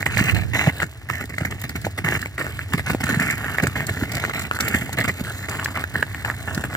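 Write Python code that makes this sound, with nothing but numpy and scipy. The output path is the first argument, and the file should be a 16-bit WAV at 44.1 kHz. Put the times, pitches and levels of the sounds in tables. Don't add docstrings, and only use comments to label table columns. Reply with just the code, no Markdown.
import sys
import numpy as np
from scipy import signal
from scipy.fft import rfft, irfft, next_fast_len
from scipy.io import wavfile
from scipy.ndimage import uniform_filter1d

SR = 44100
rng = np.random.default_rng(int(sys.argv[2]) if len(sys.argv) > 2 else 0)


def dump(signal):
    limited = np.clip(np.atleast_2d(signal).T, -1, 1)
    pcm = np.round(limited * 32767).astype(np.int16)
    wavfile.write(sys.argv[1], SR, pcm)


N = 298116
TIME = np.arange(N) / SR


def from_db(db):
    return 10 ** (np.asarray(db) / 20)


def rms_one(x):
    return x / np.sqrt(np.mean(x ** 2) + 1e-20)


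def even(x, span_s):
    power = np.abs(uniform_filter1d(np.mean(x ** 2, axis=0), max(int(span_s * SR), 2)))
    return x / np.sqrt(power + 1e-9)


def drift(per_s):
    return rms_one(np.interp(TIME * per_s, np.arange(N), rng.standard_normal(N)))


def in_time(curve, s):
    times, *columns = np.transpose(curve)
    return [np.interp(s, times, column) for column in columns]


def at_hz(points, hz):
    f, value = np.transpose(points)
    return np.interp(np.log(hz), np.log(f), value)


def colour(x, spectrum, size=4096):
    hz = np.maximum(np.arange(size // 2 + 1) * SR / size, 1)
    cepstrum = irfft(np.log(from_db(at_hz(spectrum, hz))))
    cepstrum[1:size // 2] *= 2
    cepstrum[size // 2 + 1:] = 0
    response = irfft(np.exp(rfft(cepstrum)))
    return signal.oaconvolve(x, response[None] / np.linalg.norm(response), axes=1)[:, :N]


def resonate(x, hz, width_hz):
    r = np.exp(-np.pi * width_hz / SR)
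    gain = np.sqrt((1 - r * r) / 2)
    return signal.lfilter(gain * np.array([1, 0, -1]), [1, -2 * r * np.cos(2 * np.pi * hz / SR), r * r], x)


def both_ports(x, lead_s):
    return np.array([x, np.interp(TIME - lead_s, TIME, x)])


def swell(s, length_s, tail=1):
    first = max(int((s - 4 * length_s) * SR), 0)
    last = min(int((s + 5 * length_s * tail) * SR), N)
    at = np.arange(first, last)
    t = TIME[at] - s
    return at, t, 1 / np.cosh(2 * t / (length_s * np.where(t > 0, tail, 1)))


LEAD_SPREAD_S = .000017


def fractures(per_s, spread_db, clump_db, even_s, count=5):
    out, together = 0, drift(170)
    for offset in np.linspace(-1, 1, count):
        born = rng.random(N) < per_s / count / SR
        size_db = spread_db * np.minimum(rng.exponential(1, N), 4) + clump_db * together
        sizes = from_db(size_db) * rng.choice([-1, 1], N)
        out = out + both_ports(born * sizes, round(offset * LEAD_SPREAD_S * SR) / SR)
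    return even(out, even_s)


def flake(clicks, ring, decay_s, size=512):
    response = rng.standard_normal(size) * np.exp(-TIME[:size] / decay_s)
    response *= ring / np.linalg.norm(response)
    response[0] = 1
    rung = signal.fftconvolve(clicks, response[None] / np.linalg.norm(response), axes=1)
    return rung[:, :clicks.shape[1]]


# start in seconds, length in seconds, base level in dB, change over the run in dB.
STEPS = [(0.0, 0.028, -34, 1), (0.105, 0.088, -31, 4), (0.173, 0.15, -23.5, -3), (0.346, .1, -30.5, -13),
         (0.536, 0.16, -23.5, -5.5), (0.692, 0.13, -36, 13), (1.09, 0.16, -33, -10.5),
         (1.335, 0.03, -38.5, -5), (1.38, 0.058, -36, -7), (1.543, 0.08, -44, 20), (2.042, .13, -25, 1),
         (2.19, 0.09, -35, -7), (2.383, 0.13, -31, -15.5), (2.492, 0.15, -42, -0.5),
         (2.682, 0.054, -34, 24), (2.777, 0.032, -29, -6), (2.861, 0.076, -30, -4), (3.032, .15, -29, 2),
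         (3.194, 0.16, -25, -5.5), (3.373, .18, -31, 4), (3.568, .18, -35.5, -6.5), (3.755, 0.091, -29, -9),
         (3.841, 0.057, -30.5, 31), (3.898, .14, -34, 11), (4.042, 0.14, -32.5, 17),
         (4.195, 0.12, -33, -2.5), (4.335, 0.14, -31.5, -8), (4.519, 0.048, -32, 11), (4.6, 0.15, -28, -7),
         (4.741, 0.21, -30.5, -20.5), (4.975, 0.055, -24.5, -11), (5.078, 0.032, -23.5, -14),
         (5.105, 0.077, -43.5, 0), (5.237, 0.075, -34.5, 2), (5.306, .16, -39, -1), (5.484, .24, -33.5, -8),
         (5.741, 0.082, -30.5, 6), (5.86, 0.075, -53, 12), (5.939, 0.094, -27.5, -4.5),
         (6.055, .17, -42, 5), (6.247, 0.068, -32, -12), (6.311, 0.17, -41.5, 2), (6.472, 0.15, -34.5, 2),
         (6.691, 0.059, -36, 18)]
# start in seconds, base level in dB.
SCUFFS = [(0.059, -29), (0.822, -30), (1.207, -37), (1.295, -40.5), (1.449, -31), (1.507, -35),
          (1.636, -35.5), (1.693, -47), (1.753, -35), (1.845, -34), (1.978, -31), (2.736, -30.5),
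          (2.899, -31.5), (3.004, -34), (3.09, -32.5), (3.626, -27), (4.926, -40), (5.041, -30),
          (5.194, -41), (6.639, -35)]
# time in seconds, base crust pitch in Hz, extra grit in dB, extra weight in dB.
PATCH = [(0, 2020, 2.5, -0.5), (.7, 1990, -0.5, -3.5), (1.2, 1770, -4.5, -1.5), (1.8, 1920, 0, 2),
         (2.2, 2060, -2, -2.5), (3.1, 1680, 0.5, 0.5), (3.5, 1620, -5, -1.5), (3.8, 1830, -1, 2.5),
         (4.3, 1840, 1, 1.5), (5.2, 1740, 1.5, 0.5), (5.9, 1550, -3, -0.5), (6.76, 1570, -1.5, 4)]
SCUFF_S, SCUFF_FADE_DB = 0.053, -34.5
TYPICAL_DB = -30
STEP_WEIGHT_DB, STEP_GRIT_DB, SCUFF_WEIGHT_DB, SCUFF_GRIT_DB = -28.5, -36.5, -24, -35.5
WEIGHT_FOLLOWS, GRIT_FOLLOWS = 0.8, 0.54


def runs():
    steps = [(*row, STEP_WEIGHT_DB, STEP_GRIT_DB) for row in STEPS]
    scuffs = [(s, SCUFF_S, level_db, SCUFF_FADE_DB, SCUFF_WEIGHT_DB, SCUFF_GRIT_DB) for s, level_db in SCUFFS]
    for s, length, level_db, change_db, weight_db, grit_db in steps + scuffs:
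        hz, gritty_db, heavy_db = in_time(PATCH, s)
        force_db = level_db - TYPICAL_DB
        weight_db = weight_db + heavy_db + WEIGHT_FOLLOWS * force_db
        grit_db = grit_db + gritty_db + GRIT_FOLLOWS * force_db
        yield s, length, level_db, change_db, hz, weight_db, grit_db


# frequency in Hz, relative strength in dB per Hz.
CRUST = [(150, -16), (330, 0.5), (480, -2.5), (660, 3), (1000, -4), (1400, -1), (2100, -1), (2450, -3),
         (2750, -5), (3300, -15), (4500, -29), (9000, -71)]
WEIGHT = [(25, -48), (50, -27.5), (75, -0.5), (115, 4.5), (180, -3), (280, -5), (400, -14.5), (900, -42.5)]
GRIT = [(1500, -63), (2650, 3), (3200, 3), (4200, 4), (5400, -3.5), (6500, -0.5), (7000, 4), (7750, 8),
        (8600, -4), (9500, -11.5), (10300, -5.5), (12500, -0.6), (15000, 1), (16000, -21)]


def crunches(settle_s=0.0054):
    coarse = colour(fractures(per_s=1500, spread_db=3.5, clump_db=3.0, even_s=0.037), CRUST)
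    fine = colour(fractures(per_s=4000, spread_db=4.0, clump_db=5.0, even_s=0.023), GRIT)
    turns = [rms_one(from_db(7.15 * drift(70))) for _ in range(3)]
    out, weight = np.zeros((2, N)), np.zeros(N)
    for s, length, level_db, change_db, hz, weight_db, grit_db in runs():
        at = np.arange(max(int((s - .004) * SR), 0), min(int((s + length + .06) * SR), N))
        t = TIME[at] - s
        fade_in = np.clip(.5 + t / 0.0067, 0, 1)
        settling = np.exp(-np.maximum(t - length, 0) / settle_s)
        gate = fade_in * settling
        shape = rms_one(from_db(change_db * np.clip(t / length, 0, 1)) * gate)
        share = np.sqrt(length * SR / len(at))
        crust = flake(coarse[:, at] * shape, ring=0.6, decay_s=0.0013)
        plates = sum(resonate(crust * turn[at], hz * step, width_hz=600)
                     for step, turn in zip((.84, 1.02, 1.14), turns))
        crust = rms_one(crust + from_db(-11.5) * plates)
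        grit = rms_one(flake(fine[:, at] * shape, ring=0.8, decay_s=0.0009))
        out[:, at] += share * (from_db(level_db + 1.32) * crust + from_db(grit_db - 1.1) * grit)
        weight[at] += from_db(weight_db) * np.sqrt(share * shape * gate)
    packing = colour(fractures(per_s=1500, spread_db=3, clump_db=3.5, even_s=0.019), WEIGHT)
    return out + from_db(-3.5) * even(packing, 0.0296) * weight


def strays():
    dull = colour(fractures(per_s=500, spread_db=3.5, clump_db=1, even_s=0.2), CRUST)
    bright = colour(fractures(per_s=500, spread_db=0.0, clump_db=5.0, even_s=0.56), GRIT)
    trampled = from_db(np.interp(TIME, [2.3, 3.5], [-4, 0]))
    return trampled * (from_db(-45.5) * dull + from_db(-47.5) * bright)


# frequency in Hz, relative strength in dB per Hz.
RUMBLE = [(20, -41), (42, -31), (65, 0), (90, 6.4), (125, -1.5), (180, -15.5), (300, -16), (500, -31.5),
          (900, -49), (1700, -21.5), (3000, -32.5), (15000, -48)]
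# time in seconds, level in dB.
RUMBLE_LEVEL = [(.7, -32.5), (.92, -39), (1.8, -33), (2.3, -36.5), (2.6, -32), (3.9, -33), (4.45, -38),
                (4.8, -36), (6, -33.5)]


def outdoors(apart=0.29):
    air = rng.standard_normal(N) + apart * rng.standard_normal((2, N))
    level = from_db(in_time(RUMBLE_LEVEL, TIME)[0])
    return level * even(colour(air, RUMBLE), 0.1)


# peak time in seconds, base level in dB, middle pitch in Hz.
SNAPS = [(0.0284, -9, 1960), (.0651, -4, 1960), (0.1721, -5.5, 2060), (0.203, -10, 2180),
         (0.3197, -20, 1960), (0.5534, -23, 1710), (0.5929, -11, 1820), (.613, -14, 1700),
         (.673, -8.5, 675), (.8022, -8, 2070), (0.8315, -6, 1730), (1.1008, -10, 1310), (1.1557, -18, 2100),
         (1.3835, -12, 1980), (1.41, -17.5, 580), (1.4505, -11.5, 2030), (1.696, -18.5, 1780),
         (1.8679, -11.5, 850), (2.088, -4.5, 1910), (2.119, -22, 1970), (2.2594, -12.5, 2180),
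         (2.3817, -14, 1900), (2.467, -15, 1630), (2.5921, -13.5, 1720), (2.7956, -12, 1760),
         (2.9002, -13, 1040), (2.9482, -11.5, 584), (3.0685, -13, 1480), (3.0919, -9, 1580),
         (3.129, -12, 1780), (3.1984, -7, 1860), (3.2226, -14, 1690), (3.4448, -14.5, 1660),
         (3.585, -6, 1870), (3.6018, -11, 1780), (3.67, -8.5, 1680), (3.7638, -17, 880),
         (3.8063, -12.5, 1860), (3.895, -14.5, 1830), (4.24, -11.5, 1590), (4.2507, -9, 1880),
         (4.2969, -14, 1500), (4.3473, -16, 1900), (4.5127, -3.5, 1370), (4.5894, -11, 1650),
         (4.6806, -8.5, 2190), (4.746, -9.5, 1660), (4.8939, -19.5, 750), (4.9952, -12, 1840),
         (5.0122, -7, 1840), (5.0502, -13, 1290), (5.0818, -16, 1900), (5.0982, -17, 1880),
         (5.208, -24.5, 516), (5.249, -19, 1920), (5.5972, -13.5, 1560), (5.6596, -9.5, 1700),
         (5.7744, -12, 1160), (5.8402, -9, 1620), (6.028, -5.5, 1640), (6.1468, -15, 1830),
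         (6.2492, -8, 1680), (6.3006, -8.5, 1760), (6.5784, -12.5, 1500), (6.6406, -13, 1540),
         (6.7514, -9, 1600)]
# time in seconds, left minus right level in dB.
SNAP_SIDE = [(0, -6.5), (.5, -8), (.7, -1.5), (3, -3), (6.76, -1.5)]
SNAP_S, SNAP_SCATTER = .00125, .22
SNAP_GRIT_DB, SNAP_GRIT_FOLLOWS = -20, 0.42
SNAP_LEAD_S = .00009
SNAP_SPREAD_DB, SNAP_LEAD_SPREAD_S = 3, .00009


def snaps(rough=0.4, wander=0.092):
    squeak, crack, grit = np.zeros((3, 2, N))
    breaking = even(colour(rng.standard_normal((1, N)), CRUST), 0.0018)[0]
    jitter = rng.standard_normal(N)
    for s, level_db, hz in SNAPS:
        at, t, envelope = swell(s, SNAP_S * np.exp(SNAP_SCATTER * rng.standard_normal()))
        pan_db = in_time(SNAP_SIDE, s)[0] + SNAP_SPREAD_DB * rng.standard_normal()
        lead_s = SNAP_LEAD_S + SNAP_LEAD_SPREAD_S * rng.standard_normal()
        phase = 2 * np.pi * (hz * t + rng.random()) + wander * np.cumsum(jitter[at])
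        slips = np.sqrt(2) * np.sin(phase)
        sides = rms_one(from_db([pan_db, 0])) * from_db(level_db)
        for side, early in enumerate((lead_s / 2, -lead_s / 2)):
            squeak[side, at] += sides[side] * np.interp(t + early, t, envelope * slips)
            crack[side, at] += sides[side] * np.interp(t + early, t, envelope * breaking[at])
        grit[:, at] += from_db(SNAP_GRIT_DB + SNAP_GRIT_FOLLOWS * level_db) * envelope
    squeak = signal.sosfilt(signal.butter(6, 2450, fs=SR, output="sos"), squeak)
    puffs = colour(grit * rng.standard_normal((2, N)), GRIT)
    return from_db(-3) * (squeak + rough * crack) + from_db(-7.0) * puffs


# time in seconds, level in dB.
GUST = [(.05, -49), (.13, -27), (.3, -28), (.34, -10), (.4, -20.5), (.48, -21.5), (.57, -29), (.63, -48),
        (.7, -100)]


def gust(hz=92, width_hz=45):
    eddies = resonate(rng.standard_normal((1, N)), hz, width_hz)
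    eddies = resonate(eddies, hz, 3 * width_hz)
    right_only = np.array([[0], [1]])
    return from_db(in_time(GUST, TIME)[0]) * even(eddies, 0.048) * right_only


# peak time in seconds, base level in dB, pitch at the peak in Hz.
THUDS = [(0.169, -18, 162), (.214, -13.5, 173), (.68, -6.5, 144), (.84, -21, 136), (1.112, -18.5, 123),
         (1.419, -14.5, 147), (1.871, -16, 112), (2.052, -15, 153), (2.171, -23, 136), (2.746, -12.5, 167),
         (2.907, -22, 174), (2.949, -12.5, 280), (3.042, -13.5, 200), (3.132, -14.5, 229),
         (3.175, -15, 171), (3.21, -11.5, 199), (3.634, -11.5, 190), (3.681, -18, 125), (3.813, -19.5, 119),
         (3.911, -16.5, 109), (4.027, -12, 252), (4.162, -19.5, 152), (4.621, -19, 174), (4.751, -13, 233),
         (4.821, -20, 170), (5.002, -17.5, 150), (5.215, -16.5, 208), (6.58, -14.5, 173)]
THUD_CYCLES = 1.1


def thuds(knock=0.44):
    out = np.zeros(N)
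    ground = rms_one(colour(rng.standard_normal((1, N)), WEIGHT))[0]
    for s, level_db, hz in THUDS:
        length = THUD_CYCLES / hz
        at, t, envelope = swell(s, length * 0.91, tail=0.93)
        sag = 1.4 * np.log(np.cosh(t / length))
        push = np.sin(2 * np.pi * (hz * t + rng.random()) - sag)
        out[at] += from_db(level_db) * envelope * (push + knock * ground[at])
    return from_db(-0.4) * out


# peak time in seconds, base level in dB, pitch in Hz.
TICKS = [(1.088, -37, 13100), (1.384, -28, 4200), (1.616, -27, 12400), (1.694, -24.5, 4500),
         (1.8157, -29, 4180), (2.217, -24.5, 4540), (2.7784, -30, 4200), (3.0388, -21, 7340),
         (3.201, -24.5, 7040), (3.3086, -20.5, 7300), (3.379, -29, 12600), (3.635, -25, 7200),
         (3.6715, -21.5, 7360), (3.8686, -22, 7600), (4.119, -20.5, 4140), (4.152, -19, 4170),
         (4.3943, -23.5, 7500), (4.42, -24.5, 8000), (4.6067, -13, 5900), (4.683, -17.5, 12300),
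         (4.9308, -24, 6800), (5.004, -24, 4200), (5.4956, -23.5, 6800), (5.646, -18, 5500),
         (6.5477, -20.5, 5400)]


def ticks(ring=1.0):
    spray, tone = np.zeros((2, 2, N))
    chips = rng.standard_normal((2, N))
    for s, level_db, hz in TICKS:
        at, t, envelope = swell(s, .0015, tail=3.45)
        burst = from_db(level_db) * envelope * chips[:, at]
        spray[:, at] += burst
        tone[:, at] += resonate(burst, hz, width_hz=2200)
    return from_db(-8) * (colour(spray, GRIT) + ring * tone)


def scatter(x, t60=0.062, size=4096):
    tail = rng.standard_normal((2, size)) * from_db(-60 * TIME[:size] / t60)
    tail *= TIME[:size] > .002
    return signal.oaconvolve(x, tail / np.linalg.norm(tail, axis=1, keepdims=True), axes=1)[:, :N]


# frequency in Hz, left minus right level in dB, phase lead of the left in radians.
PORTS = [(101, -0.5, 0.08), (332, -3, 0.25), (500, 1, 0.4), (835, 1.5, 0.35), (1150, 0.5, 0.25),
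         (1930, -5, 0.9), (2590, -2.5, 3.5), (4420, 2, 4.5), (8640, -1, 10.5), (15700, -2, 17)]
SIZE = next_fast_len(N + 8192, real=True)
FREQS = np.maximum(np.arange(SIZE // 2 + 1) * SR / SIZE, 1)


def scene():
    steps = crunches() + ticks() + strays()
    cracks = snaps()
    near = steps + thuds() + outdoors() + from_db(-11.5) * scatter(steps)
    hz, balance_db, lead = np.transpose(PORTS)
    shade = from_db(at_hz(np.c_[hz, balance_db], FREQS) / 2)
    ratio = shade * np.exp(.5j * at_hz(np.c_[hz, lead], FREQS))
    heard = irfft(rfft(near, SIZE) * [ratio, 1 / ratio], SIZE)[:, :N]
    return heard + cracks + from_db(-11.5) * scatter(cracks) + gust()


CUTOFF_HZ = 16100


def record(dry):
    thin = signal.sosfilt(signal.butter(3, 48, "high", fs=SR, output="sos"), dry)
    clipped = np.clip(thin, -1, 1)
    return signal.sosfilt(signal.ellip(10, .1, 80, CUTOFF_HZ, fs=SR, output="sos"), clipped)


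dry = scene()
out = record(dry)
dump(out)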